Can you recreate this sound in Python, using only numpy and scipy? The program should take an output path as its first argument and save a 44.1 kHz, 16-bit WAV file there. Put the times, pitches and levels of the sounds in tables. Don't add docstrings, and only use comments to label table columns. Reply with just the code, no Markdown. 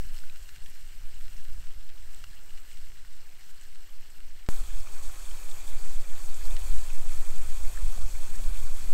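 import sys
import numpy as np
from scipy import signal
from scipy.fft import rfft, irfft
from scipy.io import wavfile
from scipy.ndimage import uniform_filter1d

SR = 44100
rng = np.random.default_rng(int(sys.argv[2]) if len(sys.argv) > 2 else 0)


def store_pcm(level_fs):
    pcm = np.round(np.clip(level_fs, -1, 1) * 32767).astype(np.int16)
    wavfile.write(sys.argv[1], SR, np.atleast_2d(pcm).T)


def nominal_scale(level):
    x = np.asarray(level, float) / 20
    return 10 ** x


N = 393813
SPLICE_S = 4.48855
TIME = np.arange(N) / SR
NEAR = TIME >= SPLICE_S


def rms_one(x):
    return x / np.sqrt(np.mean(x ** 2) + 1e-20)


def in_time(far, near):
    far_s, far_db = np.transpose(far)
    near_s, near_db = np.transpose(near)
    return np.where(NEAR, np.interp(TIME, near_s, near_db), np.interp(TIME, far_s, far_db))


def bells_in_time(level, start_s, length_s):
    step = TIME[::64]
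    bells = np.exp(-((step - start_s) / length_s) ** 2)
    return np.interp(TIME, step, np.sum(level * bells, axis=0))


def coloured(x, spectrum, peaks=(), size=8192):
    hz = np.arange(size // 2 + 1) * SR / size + 1e-3
    spectrum_hz, spectrum_db = np.transpose(spectrum)
    db = np.interp(np.log(hz), np.log(spectrum_hz), spectrum_db)
    for centre_hz, width_hz, peak_db in peaks:
        db = db + peak_db / (1 + (2 * (hz - centre_hz) / width_hz) ** 2)
    cepstrum = irfft(db * np.log(10) / 20, size)
    cepstrum[1:size // 2] *= 2
    cepstrum[size // 2 + 1:] = 0
    return signal.oaconvolve(x, irfft(np.exp(rfft(cepstrum)), size))[:N]


def whitened(x):
    hz, power = signal.welch(x, SR, nperseg=256)
    return coloured(x, np.c_[hz[1:], -10 * np.log10(power[1:])])


def filtered(x, hz, kind):
    return signal.sosfilt(signal.butter(2, hz, kind, fs=SR, output="sos"), x)


def split(x, edges_hz):
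    bands = []
    for hz in edges_hz:
        bands.append(filtered(filtered(x, hz, "low"), hz, "low"))
        x = filtered(filtered(x, hz, "high"), hz, "high")
    return bands + [x]


def evened(x, over_s):
    size = int(over_s * SR)
    power = uniform_filter1d(uniform_filter1d(x ** 2, size), size)
    return rms_one(x / np.sqrt(power + 1e-20))


def drift(rate):
    r = np.exp(-80 * np.pi * rate / SR)
    slow = signal.lfilter([1], [1, -2 * r, r * r], rng.standard_normal(N // 40 + 2002))[2000:]
    return np.interp(np.arange(N) / 40, np.arange(len(slow)), rms_one(slow))


def grains(per_s, spread_db):
    sizes = nominal_scale(spread_db * np.minimum(rng.exponential(1, N), 5)) * rng.choice([-1, 1], N)
    return sizes * (rng.random(N) < per_s / SR)


def ring(clicks, hz, t60):
    r, w = nominal_scale(-60 / (t60 * SR)), 2 * np.pi * hz / SR
    return signal.lfilter([0, np.sin(w)], [1, -2 * r * np.cos(w), r * r], clicks + 1e-18)


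# start_s, level_db
VIGOUR = [
    [(.03, -58), (.3, -60), (.95, -62), (1.35, -60), (1.85, -63.5), (2.2, -61.5), (2.75, -61.5),
     (3.1, -63.5), (4.45, -63.5)],
    [(4.52, -52), (4.8, -54.5), (5.05, -52.5), (5.9, -52), (6.05, -54.5), (6.7, -50), (7.1, -52),
     (7.65, -51), (8.9, -51.5)],
]
# start_s, level_db
FLARES = [(.17, 2), (0.522, 0.5), (.7, 1.5), (2.16, 1.5), (2.72, 1.5), (3.45, 2), (3.62, 2), (4.1, 0.5),
          (4.55, 1.5), (5.081, 0), (5.6, -0.5), (6.202, 2), (6.502, 1.5), (7.05, -1.5), (7.16, 2),
          (8.099, -0.5), (8.6, 1)]


def vigour():
    start_s, flare_db = np.transpose(FLARES)[:, :, None]
    db = in_time(*VIGOUR) + bells_in_time(flare_db, start_s, length_s=.06)
    return db - np.where(NEAR, db[NEAR].mean(), db[~NEAR].mean())


# pitch_hz, level_db (per Hz)
FAR_COLOUR = [(1100, -9.9), (1400, -6.9), (2100, -5.4), (3600, -9.7), (4700, -10.2), (6300, -12.3),
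              (7000, -9.4), (8400, -7.6), (9300, -13.6), (10400, -17.6), (11300, -12.7), (12600, -10.7),
              (14000, -13.4), (15700, -15.6)]
# pitch_hz, level_db (per Hz)
NEAR_COLOUR = [(1000, -2.2), (1500, -4.3), (2100, -7.5), (3000, -3.6), (3800, -9.0), (5000, -10.0),
               (6000, -8.4), (6600, -9.6), (8600, -5.7), (9500, -10.0), (10800, -10.3), (12500, -10.1),
               (14200, -13.0), (15700, -13.5)]
# centre_hz, width_hz, peak_db
FAR_POT = [(1590, 450, 4.1), (2850, 310, 7.0), (3260, 230, 3.1), (4220, 600, 5.1), (5250, 600, 4.1),
           (5950, 260, 4.0), (7910, 1000, 2.9)]
# centre_hz, width_hz, peak_db
NEAR_POT = [(2460, 350, 5.3), (2870, 400, -7.0), (3450, 600, 2.1), (4120, 80, 2.4), (4470, 220, 6.3),
            (5640, 150, 1.3), (6600, 400, 5.0), (7200, 600, 5.1), (7950, 370, 5.5), (8360, 400, 2.6),
            (11570, 130, 3.9)]
# delay_s, level_db
LID_ECHOES = [
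    (.0034, -30),
    (.0047, -17),
]


def fry():
    clumps = nominal_scale(2.2 * drift(12))
    clicks = grains(np.where(NEAR, 7000, 4000) * clumps, spread_db=3.5)
    clicks += np.where(NEAR, .9, .7) * rng.standard_normal(N)

    pitches_hz = np.geomspace(800, 16500, 26)
    dealt = rng.integers(0, 26, N)
    patches = [nominal_scale(2.3 * drift(16)) for _ in range(13)]
    bursts = 0
    for k, hz in enumerate(pitches_hz):
        struck = clicks * (dealt == k) * patches[k // 2]
        bursts = bursts + rms_one(ring(struck, hz, t60=20.7 / hz)) * np.sqrt(hz)

    dull_ticks = rms_one(grains(np.where(NEAR, 300, 220) * clumps, spread_db=4.0))
    dull_ticks = filtered(dull_ticks, 5500, "low")
    raw = rms_one(whitened(bursts)) + np.where(NEAR, .3, .45) * dull_ticks
    steam = split(rng.standard_normal(N), [4500])[1] * nominal_scale(1.5 * drift(19))
    raw = whitened(raw + np.where(NEAR, 1.3, .9) * steam)
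    for delay_s, db in LID_ECHOES:
        raw = raw + NEAR * nominal_scale(db) * np.roll(raw, round(delay_s * SR))

    edges_hz = [900, 2700, 6000]
    far_bands = split(coloured(raw, FAR_COLOUR, FAR_POT), edges_hz)[1:]
    near_bands = split(coloured(raw, NEAR_COLOUR, NEAR_POT), edges_hz)[1:]
    swing_db = vigour()
    # far dB, near dB, share of the swing
    levels = (-64, -57.5, .62), (-62.5, -56, .61), (-62, -53, 1)
    out = 0
    for (far_db, near_db, share), far, near in zip(levels, far_bands, near_bands):
        band = evened(np.where(NEAR, rms_one(near), rms_one(far)), over_s=.2)
        out = out + nominal_scale(share * swing_db + np.where(NEAR, near_db, far_db)) * band
    return out


# start_s, level_db
GUST = [
    [(.05, -14.5), (.4, -32), (1.5, -22.5), (2.2, -29), (2.6, -29), (3.1, -29), (3.5, -31.5), (3.75, -28.5),
     (4.42, -29.5)],
    [(4.55, -16.5), (5.3, -25), (5.9, -14), (6.3, -17.5), (6.6, -12), (7.05, -13), (7.5, -15), (8.2, -17),
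     (8.9, -15)],
]
# start_s, rumble_db, length_s, sharpness_db
EDDIES = [(0.082, -43.5, 0.065, 7), (0.855, -50, .06, -1), (0.604, -53.5, 0.11, 8.5),
          (1.014, -55, 0.048, 8.5), (1.26, -44, 0.17, 1.5), (1.577, -38.5, .07, 8.5),
          (1.772, -32, 0.019, -2), (2.05, -47, 0.12, -0.5), (2.27, -53, 0.086, 7.5), (.42, -41, 0.04, -2.),
          (2.846, -46, 0.088, 4), (3.046, -55, 0.08, -2), (4.3, -50, 0.089, -6), (4.63, -26.5, 0.029, -2),
          (4.749, -31.5, 0.064, 0), (5.045, -38, 0.079, -12), (5.29, -39, 0.12, -7), (5.685, -43, 0.076, 1),
          (5.96, -37.5, 0.025, -3), (6.52, -32.5, .11, -2.5), (6.73, -29, 0.097, -10),
          (7.192, -35, 0.056, 4), (7.446, -36, 0.098, -6), (7.655, -32, 0.13, -4), (7.853, -22, 0.036, -1),
          (8.018, -27.5, 0.051, 7), (8.15, -35.5, 0.048, 0), (8.468, -26, 0.076, 3.5),
          (8.627, -30, 0.038, 6), (8.845, -33, 0.03, 10.5)]


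def wind_levels():
    gust_db = uniform_filter1d(in_time(*GUST), size=1500)
    start_s, db, length_s, sharp_db = np.transpose(EDDIES)[:, :, None]
    flutter_db = sharp_db - 57 + .54 * (db + 32.5)
    push = nominal_scale(gust_db) + bells_in_time(nominal_scale(db - 10.5), start_s, length_s)
    rumble = nominal_scale(gust_db - 36) + bells_in_time(nominal_scale(db), start_s, length_s)
    flutter = nominal_scale(-61 + .35 * (gust_db + 18.5)) + bells_in_time(nominal_scale(flutter_db), start_s, length_s)
    return push, rumble, flutter


# pitch_hz, level_db (per Hz)
WIND_SLOPE = [(2, -0.5), (5, -0.5), (10, -14), (17, -13.5), (30, -33.5), (60, -40.5), (110, -53.5),
              (200, -66), (400, -106)]
# start_s, pressure (full scale)
PUSH = [
    (0, -.085),
    (4.48855, -.16),
    (8.93, -.23),
]


def wind():
    eddies = coloured(grains(per_s=230, spread_db=3.0), WIND_SLOPE, size=65536)
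    bands = split(eddies, [22, 55])
    swell, rumble, flutter = (level * evened(band, over_s)
                              for level, band, over_s in zip(wind_levels(), bands, (.25, .08, .04)))
    swell = .5 * np.tanh(swell / .5)
    out = split(swell, [30])[0] + split(rumble, [130])[0] + flutter
    out *= np.where(NEAR, 1, np.clip((SPLICE_S - TIME) / .071, 0, 1))
    for (start_s, push), side in zip(PUSH, (1, 1, -1)):
        since = side * (TIME - start_s)
        offset = push - out[min(int(np.ceil(start_s * SR)), N - 1)]
        out += offset * (since >= 0) * np.exp(-(since / .048) ** 2)
    return out


# pitch_hz, level_db (per Hz)
MURMUR = [(120, -11.5), (200, 3), (400, 1), (700, -0.5), (900, -1), (1300, -5), (2500, -52.5)]


def murmur():
    hiss = rms_one(coloured(rng.standard_normal(N), MURMUR))
    low, high = split(hiss, [316])
    hiss = high + low * nominal_scale(NEAR * -5)
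    swell_db = NEAR * .74 * vigour()
    return nominal_scale(np.where(NEAR, -57.5, -68.5) + swell_db + drift(6.3)) * hiss


def small_spits():
    odds = np.cumsum(nominal_scale(1.5 * vigour() + 4 * NEAR))
    when, size, pitch = rng.random((70, 3)).T
    pitch_hz = 1500 * (9000 / 1500) ** pitch
    start_s = np.interp(when, odds / odds[-1], TIME)
    level_db = -55 + 5.5 * (start_s > SPLICE_S) + 21 * (size - .5)
    return np.c_[start_s, level_db, pitch_hz]


# start_s, level_db (peak), pitch_hz
SPITS = [(0.2977, -41, 3880), (0.1805, -37, 5200), (0.2368, -39, 1510), (0.2978, -38, 2530),
         (0.7004, -40, 11300), (2.1468, -35, 7900), (2.2411, -35, 2820), (2.2405, -41, 1320),
         (2.5741, -48, 2330), (2.7298, -41, 8530), (3.049, -44, 1810), (3.6124, -38, 7950),
         (4.1031, -41, 7800), (4.87, -36.5, 1270), (5.0968, -39.5, 1370), (5.3114, -40, 3130),
         (5.5137, -37, 3600), (5.6779, -38, 3530), (6.344, -31, 7410), (6.4537, -36.5, 4080),
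         (6.5082, -36.5, 3550), (6.5647, -40, 2320), (6.9022, -35, 2500), (7.16, -36, 11020),
         (7.295, -35.5, 448), (7.7746, -32, 1740), (7.8808, -36, 7920), (7.9787, -34.5, 710),
         (8.4008, -35.5, 600), (8.5729, -40, 3300)]


def spits():
    out, cracks = np.zeros(N + 1500), np.zeros(N + 1500)
    after = np.arange(1500) / SR
    pops = np.r_[SPITS, small_spits()]
    noises = rng.standard_normal((len(pops), len(after)))
    for (start_s, db, hz), noise in zip(pops, noises):
        start = round(start_s * SR)
        at = slice(start, start + len(after))
        t60 = min(.021 * (hz / 2000) ** -.8, .014)
        onset = 1 - np.exp(-after / t60 * 40)
        tone = np.sin(2 * np.pi * hz * after * (1 + 1.7 * after))
        out[at] += nominal_scale(db - 1.5 - 60 * after / t60) * onset * tone
        cracks[at] += nominal_scale(db - 9 - 60 * after / .01) * noise
    return out[:N] + filtered(cracks[:N], [500, 7000], "band")


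# start_s, level_db (peak)
TICKS = [(0.2296, -44), (0.297, -49), (0.3333, -43), (0.4902, -34.5), (0.5606, -37), (0.6605, -36.5),
         (1.254, -44), (1.891, -38), (2.2398, -33.5), (2.5744, -40), (2.714, -40), (2.7716, -37),
         (3.4087, -38.5), (3.7484, -41), (4.463, -38), (4.872, -74), (6.566, -29.5), (6.7854, -32.5)]


def ticks():
    out, after = np.zeros(N), np.arange(600) / SR
    noises = rng.standard_normal((len(TICKS), len(after)))
    for (start_s, db), noise in zip(TICKS, noises):
        out[round(start_s * SR):][:len(after)] += nominal_scale(db + 1.5 - 60 * after / .025) * noise
    out = filtered(out, 6000, "low")
    return split(coloured(out, FAR_COLOUR, FAR_POT), [1100])[1]


# start_s, level_db
HUM = [
    (8.24, -83),
    (8.3, -58.5),
    (8.53, -60.5),
    (8.6, -72),
    (8.74, -76),
    (8.8, -60.5),
    (8.93, -57),
]


def hum():
    start_s, level_db = np.transpose(HUM)
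    pitch_hz = 231 * (1 + .0042 * drift(3.6))
    return nominal_scale(np.interp(TIME, start_s, level_db)) * np.sin(2 * np.pi * np.cumsum(pitch_hz) / SR)


def scene():
    return (fry() + wind() + murmur() + spits() + ticks() + hum())[None]


def band_limit(x):
    return signal.sosfilt(signal.butter(12, 16090, fs=SR, output="sos"), x)


def record(dry):
    cutoff_hz = 15740
    spectrum = rfft(dry)
    spectrum[:, round(cutoff_hz * N / SR):] = 0
    mix = irfft(spectrum, N)
    return band_limit(mix)


dry = scene()
out = record(dry)
store_pcm(out)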